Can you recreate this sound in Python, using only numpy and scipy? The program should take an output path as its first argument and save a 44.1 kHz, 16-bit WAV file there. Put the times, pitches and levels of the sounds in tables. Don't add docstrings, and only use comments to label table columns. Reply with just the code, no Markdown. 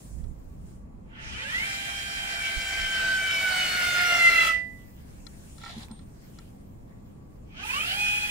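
import sys
import numpy as np
from scipy import signal
from scipy.fft import rfft, irfft
from scipy.io import wavfile
from scipy.ndimage import uniform_filter1d

SR = 44100
rng = np.random.default_rng(int(sys.argv[2]) if len(sys.argv) > 2 else 0)


def natural_amplitude(level_db):
    exponent = np.asarray(level_db, float) / 20
    return 10 ** exponent


def int16_out(signal):
    q = np.round(np.clip(np.atleast_2d(signal).T, -1, 1) * 32767)
    wavfile.write(sys.argv[1], SR, q.astype(np.int16))


N = 366030
TIME = np.arange(N) / SR
TEETH = 14
SWITCH_OFF_S = 4.476
LIGHT_LOAD_DB = -38


def in_time(rows):
    s, *columns = np.transpose(rows)
    return uniform_filter1d([np.interp(TIME, s, c) for c in columns], size=401, axis=1)


def at_hz(points, hz):
    points = np.array(points)
    return np.interp(np.log(hz), np.log(np.maximum(points[:, 0], 1)), points[:, 1])


def rms_one(x):
    return x / np.sqrt(np.mean(x ** 2) + 1e-20)


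def drift(rate):
    r = np.exp(-80 * np.pi * rate / SR)
    slow = signal.lfilter([1], [1, -2 * r, r * r], rng.standard_normal(N // 40 + 2002))[2000:]
    return np.interp(np.arange(N) / 40, np.arange(len(slow)), rms_one(slow))


def ring(x, hz, t60):
    r = natural_amplitude(-60 / (max(t60, .005) * SR))
    w = 2 * np.pi * hz / SR
    return signal.lfilter([0, np.sin(w)], [1, -2 * r * np.cos(w), r * r], x + 1e-18)


def pan(x, db):
    return x * natural_amplitude(np.array([db / 2, -db / 2])).reshape(2, -1)


def split_at(x, hz):
    low = signal.sosfilt(signal.butter(4, hz, fs=SR, output="sos"), x)
    return low, signal.sosfilt(signal.butter(4, hz, "high", fs=SR, output="sos"), x)


def banded_noise(spectrum, likeness, patchy_db, rate, drive=0):
    low_hz, high_hz = max(spectrum[0][0], 12), min(spectrum[-1][0], 17000)
    edges = np.geomspace(low_hz, high_hz, 2 + int(3 * np.log2(high_hz / low_hz)))
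    together = drift(rate)
    white = rng.standard_normal((2, 2, N)) + drive
    out = 0
    for k, (low, high) in enumerate(zip(edges, edges[1:])):
        band = signal.butter(2, [low, high], "band", fs=SR, output="sos")
        mid, side = signal.sosfilt(band, white[k % 2])
        hz = np.sqrt(low * high)
        alike = np.clip(at_hz(likeness, hz), -.99, .99)
        gain = natural_amplitude(at_hz(spectrum, hz) + patchy_db * (0.51 * together + drift(rate)))
        out = out + gain * (np.sqrt(1 + alike) * mid + np.sqrt(1 - alike) * side * [[1], [-1]])
    return out / np.sqrt(np.mean(out.mean(axis=0) ** 2))


def swells(floor_db, s, db, half_s):
    t = np.arange(0, N + 64, 64) / SR
    bells = np.exp(-((t - s[:, None]) / half_s[:, None]) ** 2)
    power = natural_amplitude(2 * floor_db) + natural_amplitude(2 * db) @ bells
    return np.interp(TIME, t, np.sqrt(power))


# time in seconds, level in dB, half length in seconds, left-right dB.
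GUSTS = [
    (0.226, -43.5, 0.068, -26.5),
    (0.64, -44, 0.36, -1),
    (1.31, -50.5, 0.1, 17),
    (2.578, -41, 0.013, -17.5),
    (2.823, -44.5, 0.06, -13),
    (3.138, -49, 0.081, 14),
    (3.737, -71, 0.045, 3),
    (4.35, -54, 0.036, 15),
]
# frequency in Hz, level in dB per Hz.
WIND = [(8.8, -34), (15, -2), (43, 2.5), (71, 2), (144, -17.5), (168, -9), (200, -12), (260, -44),
        (440, -120)]
# frequency in Hz, likeness from -1 to 1.
WIND_ALIKE = [(20, 0.6), (200, 0.7)]


def wind_on_ports():
    s, db, half_s, lean_db = np.transpose(GUSTS)
    gusts = np.array([swells(-50.5, s, db + side * lean_db / 2, half_s) for side in (1, -1)])
    return gusts * banded_noise(WIND, WIND_ALIKE, patchy_db=2.5, rate=4.5)


# time in seconds, change in dB, half length in seconds.
LULL = (2.63, -3.5, 0.74)
# frequency in Hz, level in dB per Hz.
RUMBLE = [(35, -25), (60, -10), (146, -5.5), (172, -16.5), (202, -7.5), (308, -15.5), (363, -20.5),
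          (527, -19), (621, -23.5), (991, -28.5), (1510, -40.5), (2300, -42.5), (2580, -52), (7230, -57),
          (16000, -62.5)]
# frequency in Hz, likeness from -1 to 1.
AIR_ALIKE = [(60, 0.64), (180, 1), (550, -0.5), (1650, -0.34), (4970, -0.18), (15000, 0.065)]
# frequency in Hz, level in dB.
HUM = [(1137, -78.5), (201.5, -60.5), (7100, -89)]


def far_traffic():
    lull_s, lull_db, half_s = LULL
    level_db = -49 + lull_db * np.exp(-((TIME - lull_s) / half_s) ** 2)
    rumble = natural_amplitude(level_db) * banded_noise(RUMBLE, AIR_ALIKE, patchy_db=0.5, rate=1.66)
    hums = sum(natural_amplitude(db) * rms_one(ring(rng.standard_normal(N), hz, 0.44)) for hz, db in HUM)
    return rumble + hums


# time in seconds, leaves in dB, grass in dB, half length in seconds.
RUSTLE = [
    (0.055, -60.5, -67, 0.13),
    (0.442, -75, -74, 0.13),
    (0.705, -69.5, -72.5, 0.071),
    (4.78, -72, -65.5, 0.15),
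    (5.081, -78, -65.5, 0.16),
    (5.47, -61, -65, 0.225),
    (5.822, -61, -57.5, 0.039),
    (6.314, -70.5, -65, 0.22),
    (6.997, -82.5, -74.5, 0.66),
]
# frequency in Hz, level in dB per Hz.
LEAVES = [(2650, -46), (4500, -7), (6490, 2), (8880, 4.5), (9820, -0.5), (10900, -17.5), (14900, -8),
          (16000, -14)]
# frequency in Hz, level in dB per Hz.
GRASS = [(900, -18), (1500, 2), (3000, -3.5), (5000, -7.5), (10000, -9.5), (11000, -12.5), (16000, -5)]


def leaves_and_grass():
    s, leaves_db, grass_db, half_s = np.transpose(RUSTLE)
    leaves = banded_noise(LEAVES, AIR_ALIKE, patchy_db=1.5, rate=12.0)
    grass = banded_noise(GRASS, AIR_ALIKE, patchy_db=2.8, rate=6.5)
    return swells(-84, s, leaves_db, half_s) * leaves + swells(-88.5, s, grass_db, half_s) * grass


# time in seconds, latch peak in dB, shell in dB, left-right dB, brightest Hz.
TICKS = [(0.239, -59, -58, 10.5, 4630), (5.266, -45, -51.5, 19.5, 4170), (5.58, -49.5, -51, 9, 4200),
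         (5.613, -52, -46, 6, 4150), (5.635, -47, -31.5, -5, 5600), (5.648, -41, -51, -4, 4060),
         (5.659, -58, -32, -4, 3540), (5.666, -52, -58, -2, 3900), (5.677, -51.5, -42, -5, 4100),
         (5.723, -49, -55, -3, 3450), (2.615, -34, -59, 3, 3930), (5.692, -47, -42, -7, 4100),
         (5.709, -41, -55, 0, 3380), (5.7794, -53, -96, -19, 3430), (5.83, -57, -69, -26, 3450),
         (5.902, -68, -60, -6, 3900), (5.912, -55.5, -59, -17, 4500), (5.99, -59, -54, -14, 3934),
         (6.3857, -47.5, -45.5, 5, 4900)]
# frequency in Hz, level in dB, seconds to fall 60 dB.
LATCH = [(3450, -3, .014), (4100, 0, .016), (4950, -1, .012), (5600, -5, .016), (7050, -2, .012),
         (9200, -5, .008)]
# frequency in Hz, level in dB, seconds to fall 60 dB.
SHELL = [(800, -18, 0.035), (930, -20, 0.04), (1348, -4, 0.024), (1850, -13, 0.025), (2010, -16, .025),
         (2260, -15, 0.02)]


def box_clicks(drag):
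    rows = np.array(TICKS)
    at = np.round(rows[:, 0] * SR).astype(int)
    out = np.zeros((2, N))
    plucked = rng.random((2, N)) < 900.0 / SR
    grain_db = 3.2 * np.minimum(rng.exponential(1, (2, N)), 2)
    grains = drag * plucked * natural_amplitude(grain_db) * rng.choice([-1, 1], (2, N))
    scratch = rng.standard_normal(N) + 0.078 * rng.standard_normal((2, N))
    parts = ((LATCH, 1, -7.0, -14.0, .008), (SHELL, 2, -10.0, -20.0, .016))
    for modes, column, trim_db, drag_db, touch_s in parts:
        fade = natural_amplitude(-60 / (touch_s * SR))
        for hz, db, t60 in modes:
            off_db = 7.7 * (modes is LATCH) * np.abs(np.log2(hz / rows[:, 4]))
            touch_db = rows[:, column] + trim_db - off_db + rng.normal(0, 1, len(at))
            touch = np.zeros((2, N))
            touch[:, at] = pan(natural_amplitude(touch_db), rows[:, 3])
            contact = signal.lfilter([1], [1, -2 * fade, fade ** 2], (1 - fade) * touch + 1e-18)
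            slip = .17 * np.cos(2 * np.pi * hz * TIME) + .4 * scratch
            out += natural_amplitude(db) * ring(contact * slip + natural_amplitude(drag_db) * grains, hz, t60)
        band = signal.butter(1, [1500, 11000], "band", fs=SR, output="sos")
        out += natural_amplitude(-12.0) * signal.sosfilt(band, contact * scratch)
    return signal.sosfilt(signal.butter(2, 650.0, "high", fs=SR, output="sos"), out)


# time in seconds, peak in dB, frequency in Hz, seconds to fall 60 dB.
THUMPS = [
    (0.236, -42, 202, 0.19),
    (5.766, -34, 218.4, 0.2),
    (5.779, -33, 214, 0.029),
    (5.796, -40, 218, 0.28),
    (5.909, -33.5, 216, 0.16),
]
PING = [
    (5.912, -52, 8694, 0.45),
    (5.784, -55, 8880, .07),
]
# time in seconds, level in dB.
CREAK = [
    (5.72, -85),
    (5.74, -68),
    (5.8, -63.5),
    (5.835, -54),
    (5.87, -68),
    (5.9, -58),
    (5.911, -54),
    (5.94, -64),
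    (5.96, -85),
]


def grip_knocks():
    out = np.zeros(N)
    for s, db, hz, t60 in THUMPS + PING:
        click = np.zeros(N)
        click[round(s * SR)] = natural_amplitude(db)
        out += ring(click, hz, t60)
    creak_db = in_time([(0.0006, -120)] + CREAK + [(6, -120)])[0]
    return out + natural_amplitude(creak_db) * rms_one(ring(rng.standard_normal(N), 910, 0.025))


# time in seconds, level in dB.
SCUFF = [
    (5.56, -71),
    (5.61, -55),
    (5.649, -50.5),
    (5.7, -45.5),
    (5.754, -51.5),
    (5.831, -49),
    (5.875, -68),
    (5.908, -64),
    (6.04, -66),
]
# frequency in Hz, level in dB per Hz.
SKIN = [(290, -25), (500, -25.5), (823, 2), (1190, -13), (1330, -1), (1540, -27.5), (1880, -6), (2760, -14),
        (3410, -2), (4540, -13), (15000, -42)]
# frequency in Hz, likeness from -1 to 1.
MACHINE_ALIKE = [(300, 0.83), (700, 0.21), (1300, -0.51), (2500, -0.23), (5000, 0.19), (9000, -0.19),
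                 (13000, -0.036)]


def control_box():
    drag = natural_amplitude(in_time([(SCUFF[0][0] - .01, -120)] + SCUFF + [(SCUFF[-1][0] + .01, -120)])[0])
    skin = natural_amplitude(-1.5) * drag * banded_noise(SKIN, MACHINE_ALIKE, patchy_db=1.2, rate=21.0)
    return grip_knocks() + box_clicks(drag) + skin


# switch on in seconds, screw breaks free in seconds, soft start in Hz per second,
# brush hiss at full speed in dB, power of speed by which the hiss grows.
RUNS = [
    (1.009, 1.159, 1225, -44, 1.8),
    (7.293, 7.61, 1208, -46, 0.49),
]
SECOND_RUN_S = (SWITCH_OFF_S + RUNS[1][0]) / 2
# time in seconds, tooth meetings in Hz,
# load as housing level in dB.
MOTOR = [(1.66, 788, -44), (1.8, 789, -45.5), (1.97, 793.5, -45.5), (2.12, 791, -46.5),
         (2.25, 789.5, -44.5), (2.37, 784.3, -44), (2.45, 779.7, -42.5), (2.62, 780.7, -42.5),
         (2.85, 778, -41), (3.0, 772.7, -39.5), (3.17, 766.9, -40), (3.33, 762.4, -39.5),
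         (3.47, 750.8, -38), (3.66, 734.5, -37.5), (3.82, 723.4, -35.5), (3.92, 717, -35.5),
         (4.03, 709, -35.5), (4.14, 701, -35.5), (4.21, 687.5, -35.5), (4.29, 684.5, -35.5),
         (4.39, 673, -36.5), (4.56, 659.1, -31.5), (7.3, 831, -45.5), (7.7, 830, -37), (8.0, 830.3, -40.5),
         (8.3, 835.5, -43.5)]


def motor():
    full_hz, load_db = in_time(MOTOR)
    second = TIME > SECOND_RUN_S
    on, free, ramp, hiss_db, hiss_power = np.array(RUNS)[second.astype(int)].T
    hz = uniform_filter1d(np.clip(ramp * (TIME - on), 20, full_hz), size=1501)
    speed_db = 20 * np.log10(hz / full_hz)
    stuck_db = 202 * np.maximum(free - TIME, 0)
    since = np.maximum(TIME - SWITCH_OFF_S, 0) * ~second
    housing_db = load_db + 0.89 * speed_db - stuck_db - 200 * since
    brush_db = hiss_db + 0.22 * (load_db - LIGHT_LOAD_DB) + hiss_power * speed_db
    brush_db = brush_db - 152 * since - 330.0 * np.maximum(free + 0.053 - TIME, 0)
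    hold_s = 0.025
    tone_db = load_db + 2.7 * speed_db - stuck_db - 347 * np.maximum(since - hold_s, 0)
    frame_db = housing_db + 0.34 * stuck_db
    running = np.clip(np.minimum(TIME - free + 0.16, hold_s + 0.078 - since) / 0.02, 0, 1)
    return hz, np.maximum([housing_db, brush_db, tone_db, frame_db], -140), running


def carried_db(mounts, hz, floor_db):
    grid = np.arange(4000.)
    joint = sum(natural_amplitude(db) / (1 + 2j * (grid - f) / width) for f, width, db in mounts)
    return np.interp(hz, grid, 10 * np.log10(np.abs(joint) ** 2 + natural_amplitude(2 * floor_db)))


# frequency in Hz, level in dB.
SWEEP_COLOUR = [
    [(500, -3), (1000, -19), (1300, -4), (1500, -6), (2000, 11.5), (2150, 1), (2330, 9), (2550, 1),
     (2750, -1), (3050, 3), (3250, -8), (3400, -5)],
    [(500, -12), (900, 7), (1300, 10.5), (1500, 1), (1900, -9), (2250, 1.5), (2380, 4), (2520, 11),
     (2620, 2), (2740, 4), (2880, 1), (3080, 5.5), (3250, 1), (3400, -4)],
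]
# dB for multiples 1 to 7, then 8 and above.
SWEEP_TRIM_DB = [
    [0, -1.5, -3.5, 0, 0, 0, -1, -0.3],
    [0, 0, -2.5, 0.0014, 1, -5.5, -9, -1.9],
]


def swept_db(multiple, hz):
    first_db, second_db = (at_hz(colour, multiple * hz) + trim[min(multiple, len(trim)) - 1]
                           for colour, trim in zip(SWEEP_COLOUR, SWEEP_TRIM_DB))
    return np.where(TIME > SECOND_RUN_S, second_db, first_db) + 3.8 * drift(24)


# shaft turns away from the line, level in dB.
SIDES = [(-4, -29.5), (-2, -18), (-1, -7.5), (1, -9), (2, -25)]
# frequency in Hz, left-right dB.
PATH = [(60, -1), (110, -12), (200, 5), (380, 5.5), (700, -5), (1290, -5), (2380, -3), (4400, 7),
        (8120, 15), (15000, 4)]


def mesh_line(turns, multiple, hz, level_db, flutter_db, sides_db, lean_db=0):
    line = natural_amplitude(flutter_db * drift(22)) * np.exp(.55j * multiple ** .5 * drift(8.8))
    for off, db in SIDES:
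        side_db = db + sides_db - lean_db * np.sign(off) + 4.6 * drift(2.5)
        line = line + natural_amplitude(side_db) * np.exp(2j * np.pi * (off / TEETH * turns + rng.random()))
    line = np.sqrt(2) * natural_amplitude(level_db) * line * np.exp(2j * np.pi * multiple * turns)
    path_db = at_hz(PATH, np.maximum(multiple * hz, 1)) + 2.2 * drift(0.59)
    lean = np.tanh(path_db * np.log(10) / 40)
    ahead = 0.35 + 0.27 * drift(3.6)
    return (line * (1 + (lean - 1j * ahead) * [[1], [-1]])).imag


# frequency in Hz, width in Hz, dB over load.
LOW_MOUNTS = [(557, 79, -11), (701, 23, -5), (739, 18.1, -10), (788, 9, -9), (821, 17, -2.5)]
MOUNTS = [(1450, 30, -7.5), (1427, 35, 3), (1502, 12, 9), (1538, 12.4, 13.5), (1587.4, 17, -4),
          (1986.5, 16, 9.5), (2020.3, 12, 14.5), (2064, 19, 12.5), (2089, 23, 3.5), (2271.6, 25, 6),
          (2356, 30, 1.5), (2420, 36, -2.5), (2511, 31.8, 11), (2690, 31, 4), (2737, 25, 6.5),
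          (2790, 20, 3), (2950, 24, 6.5), (3051, 50, 2), (3108, 25, 4.5), (3181, 31, 7.5), (3370, 54, 7.5)]
MOUNT_FLOOR_DB = [-30, -24.5, -4, -5.5]
SWEEP_LOSS_DB = [4.9, 4.4, 1.5, 0.56]
FLUTTER_DB = [2, 2, 0.93, 0.96]
SIDE_TRIM_DB = [-11, -5.5, -5.5, -4.5]
SIDE_LEAN_DB = [-3, 2.5, 7, -0.5]


def low_tones(turns, hz, housing_db, tone_db, spin_up, rough_db):
    tones = 0
    for k, floor_db in enumerate(MOUNT_FLOOR_DB):
        mount_db = carried_db(MOUNTS if k else LOW_MOUNTS, (k + 1) * hz, floor_db)
        db = tone_db + mount_db - spin_up * (SWEEP_LOSS_DB[k] + mount_db - swept_db(k + 1, hz))
        over_db = db - housing_db
        flutter_db = np.maximum(rough_db + FLUTTER_DB[k] - .12 * np.maximum(over_db + 13.5, 0), .3)
        sides_db = SIDE_TRIM_DB[k] + 7.0 * spin_up - 0.79 * np.clip(over_db, 0, 15)
        tones = tones + mesh_line(turns, k + 1, hz, db, flutter_db, sides_db, SIDE_LEAN_DB[k])
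    return tones


# multiple of the tooth rate, dB over housing.
UPPER = [(5, -1.5), (6, 2), (7, 5), (8, 1.5), (9, 4.5), (10, 1.5), (11, -1.5), (12, -2), (13, -4.5)]
# frequency in Hz, level in dB.
RADIATION = [(500, -13), (1500, -22), (2250, -28), (2450, -13), (3150, -8), (3400, -1), (4000, -11),
             (4300, -10), (4700, -16.5), (5100, -19), (5600, -15), (6200, -23.5), (7000, -21),
             (9000, -17.5), (11000, -46)]


def upper_tones(turns, hz, housing_db, spin_up, rough_db, running):
    tones = 0
    for k, db in UPPER:
        pitch = k * hz
        level_db = housing_db + db + at_hz(RADIATION, pitch) + 2.8 * drift(5.2)
        level_db -= spin_up * np.where(pitch > 4000, 5.0, 9.5 * (pitch > 3150))
        level_db -= 4.5 * spin_up * (k - 6.2)
        level_db += 0.6 * spin_up * (pitch < 3600) * carried_db(MOUNTS, pitch, 0.0)
        level_db += spin_up * swept_db(k, hz)
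        line = mesh_line(turns, k, hz, level_db, rough_db + 1.0, -2.5 + 5.0 * spin_up)
        tones = tones + np.roll(running, -SR // 20) * line
    return tones


# frequency in Hz, width in Hz, dB over load.
SECOND_MOUNT = [(675.8, 24, -11)]


def second_gear(turns, hz, tone_db, running):
    share = .873
    level_db = tone_db + carried_db(SECOND_MOUNT, share * hz, -22.5)
    return running * mesh_line(turns, share, hz, level_db, 4.7, sides_db=-27.5)


# times per shaft turn, level in dB.
SHAFT_LINES = [(15, 0), (37, -4.5), (38, -2.5), (39, -8), (40, -4.5), (41, 0.5)]
# frequency in Hz, width in Hz, dB over load.
BLADE_MODE = [(828, 18, -15), (2064, 16, -5), (2310, 55, -9)]


def shaft_tones(turns, hz, tone_db, spin_up, running):
    tones = 0
    for order, db in SHAFT_LINES:
        level_db = tone_db + db + carried_db(BLADE_MODE, order / TEETH * hz, -38.5) + 2.6 * drift(8.0)
        level = running * (1 - spin_up) * natural_amplitude(level_db)
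        phase = 2 * np.pi * order / TEETH * turns + 0.93 * drift(8.3)
        tones = tones + pan(level * np.sin(phase), 3.3)
    return tones


def shaft_scars(shaft_turns, count, lasting):
    wear = shaft_turns / lasting
    flaws = rng.standard_normal((2, int(wear[-1]) + 2, count))
    spot, old = (shaft_turns % 1 * count).astype(int), wear.astype(int)
    fade = np.pi / 2 * (wear % 1)
    return flaws[:, old, spot] * np.cos(fade) + flaws[:, old + 1, spot] * np.sin(fade)


# frequency in Hz, level in dB per Hz.
HOUSING = [(180, -46), (300, -11.5), (611, -8.5), (679, -16), (1010, -5.5), (1300, -8.5), (1520, 5),
           (1870, 1.5), (2310, -0.5), (2540, -1.5), (3170, -2), (3480, -11.5), (4400, -7.5), (5100, -15),
           (5670, -11), (6380, -18), (7000, -33), (9100, -56), (15400, -120)]


def housing_grind(hz, housing_db, knock, scars):
    noise = banded_noise(HOUSING, MACHINE_ALIKE, patchy_db=2.2, rate=7.4, drive=0.6 * scars)
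    dull, top = split_at(natural_amplitude(housing_db) * knock * noise, 3600)
    return dull + top * np.clip(hz / 336, 0, 1) ** 3.8


# frequency in Hz, level in dB per Hz.
BRUSHES = [(1760, -26), (3000, -6.5), (3360, -9.5), (4260, -11.5), (5100, -17), (5600, -12), (6220, -24.5),
           (6950, -12), (9600, -13), (10600, -19.5), (15100, -14.5), (16000, -16)]
TOP_OPEN_HZ = [
    640,
    427,
]


def brush_hiss(hz, housing_db, brush_db, knock, scars):
    noise = banded_noise(BRUSHES, MACHINE_ALIKE, patchy_db=0.75, rate=24.0, drive=0.43 * scars)
    low, air = split_at(natural_amplitude(brush_db) * knock * noise, 9800)
    open_hz = np.where(TIME > SWITCH_OFF_S + 1, TOP_OPEN_HZ[1], TOP_OPEN_HZ[0])
    spark_db = 6 / 2 * (np.tanh((TIME - 3.346) / .06) - 1)
    air_db = 0.3 * (housing_db - LIGHT_LOAD_DB) + spark_db
    return low + air * np.clip(hz / open_hz, 0, 1) ** 6 * natural_amplitude(air_db)


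# frequency in Hz, level in dB, seconds to fall 60 dB, left-right dB.
FRAME = [(665, -18.5, 0.98, -4.5), (858, -12, 0.075, -7), (1510, -23.5, 0.2, -4), (1447, -6.5, 0.11, 5),
         (1305, -9.5, 0.14, -4.5), (1660, -20.5, .22, 3), (1720, -14.5, 0.21, 2.5), (1790, -0.5, 0.28, 4.5),
         (1992, -4.5, 0.46, -4.5), (2062.3, -2, 0.54, 6.5), (2229, -9.5, 0.26, 12.5), (2294, 3, 0.28, 6.5),
         (2495, 0.5, 0.21, 1), (2716, -1.5, 0.27, -10.5), (2618, -25, 0.13, 3), (3050, 2, 0.079, -3),
         (3110, -11.5, 0.19, 16), (3205, -3.5, 0.04, -18)]


def frame_rings(tones, housing_db, frame_db, spin_up, running):
    rattle = rng.standard_normal(N) + 0.45 * rng.standard_normal((2, N))
    shake = natural_amplitude(frame_db - 37.0) * running * rattle + natural_amplitude(-53 - 1.5 * spin_up) * tones
    frame = sum(pan(natural_amplitude(db) * ring(shake, f, min(t60, .7)), lean) for f, db, t60, lean in FRAME)
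    judder_db = (in_time(MOTOR)[1] + housing_db) / 2 - 38
    return frame + ring(natural_amplitude(judder_db) * spin_up * running * rattle, 886, 0.14)


# time in seconds, left-right difference signal in dB, left-right dB.
BEARING = [
    (1.0, 4.5, -4),
    (2.2, 5.5, -2.5),
    (2.7, 1, -1),
    (4.0, 1, -1),
    (4.6, 2.5, 2.5),
    (7.5, 5.5, -2.5),
    (8.3, 6.5, -8.5),
]


def actuator():
    hz, (housing_db, brush_db, tone_db, frame_db), running = motor()
    turns = np.cumsum(hz) / SR
    spin_up = np.clip(uniform_filter1d(np.gradient(hz), size=2001) * SR / 900, 0, 1)
    rough_db = 1.86 + .8 * spin_up
    tones = low_tones(turns, hz, housing_db, tone_db, spin_up, rough_db)
    tones += upper_tones(turns, hz, housing_db, spin_up, rough_db, running)
    tones += second_gear(turns, hz, tone_db, running)
    tones += shaft_tones(turns, hz, tone_db, spin_up, running)
    scars = running * shaft_scars(turns / TEETH, count=640, lasting=9.0)
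    knock = 1 + 0.04 * np.cos(2 * np.pi * turns / TEETH * 2)
    noise = housing_grind(hz, housing_db, knock, scars) + brush_hiss(hz, housing_db, brush_db, knock, scars)
    frame = frame_rings(tones, housing_db, frame_db, spin_up, running)
    lean_db = np.clip(in_time(BEARING)[1], -9, 9)
    return natural_amplitude(-1.5 * spin_up) * tones + frame + pan(noise, lean_db)


# frequency in Hz, level in dB.
BESIDE = [(400, -3), (900, -4.5), (1250, -9), (1600, -4.5), (2050, -7.5), (2300, -3.5), (2500, 0),
          (3000, -1), (3600, -2), (6000, -2), (10000, 1), (11800, 6), (12300, -12), (13000, -7),
          (13500, -6), (15000, 3.5)]


def from_beside(x):
    start = int(SECOND_RUN_S * SR)
    hz = np.arange((N - start) // 2 + 1) * SR / (N - start) + 1
    coloured = irfft(rfft(x[:, start:]) * natural_amplitude(at_hz(BESIDE, hz)), N - start)
    return np.hstack([x[:, :start], coloured])


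def scene():
    machine = from_beside(actuator())
    low_pass = signal.butter(1, 6500, fs=SR, output="sos")
    side = signal.sosfilt(low_pass, machine - machine.mean(axis=0))
    machine = machine + (natural_amplitude(in_time(BEARING)[0]) - 1) * side
    return machine + control_box() + wind_on_ports() + far_traffic() + leaves_and_grass()


def top_cut(x):
    return signal.sosfilt(signal.butter(12, 16600, fs=SR, output="sos"), x)


def record(dry):
    steep = signal.ellip(N=12, rp=.5, rs=70, Wn=15760, fs=SR, output="sos")
    cut = signal.sosfilt(steep, dry)
    return top_cut(cut)


dry = scene()
out = record(dry)
int16_out(out)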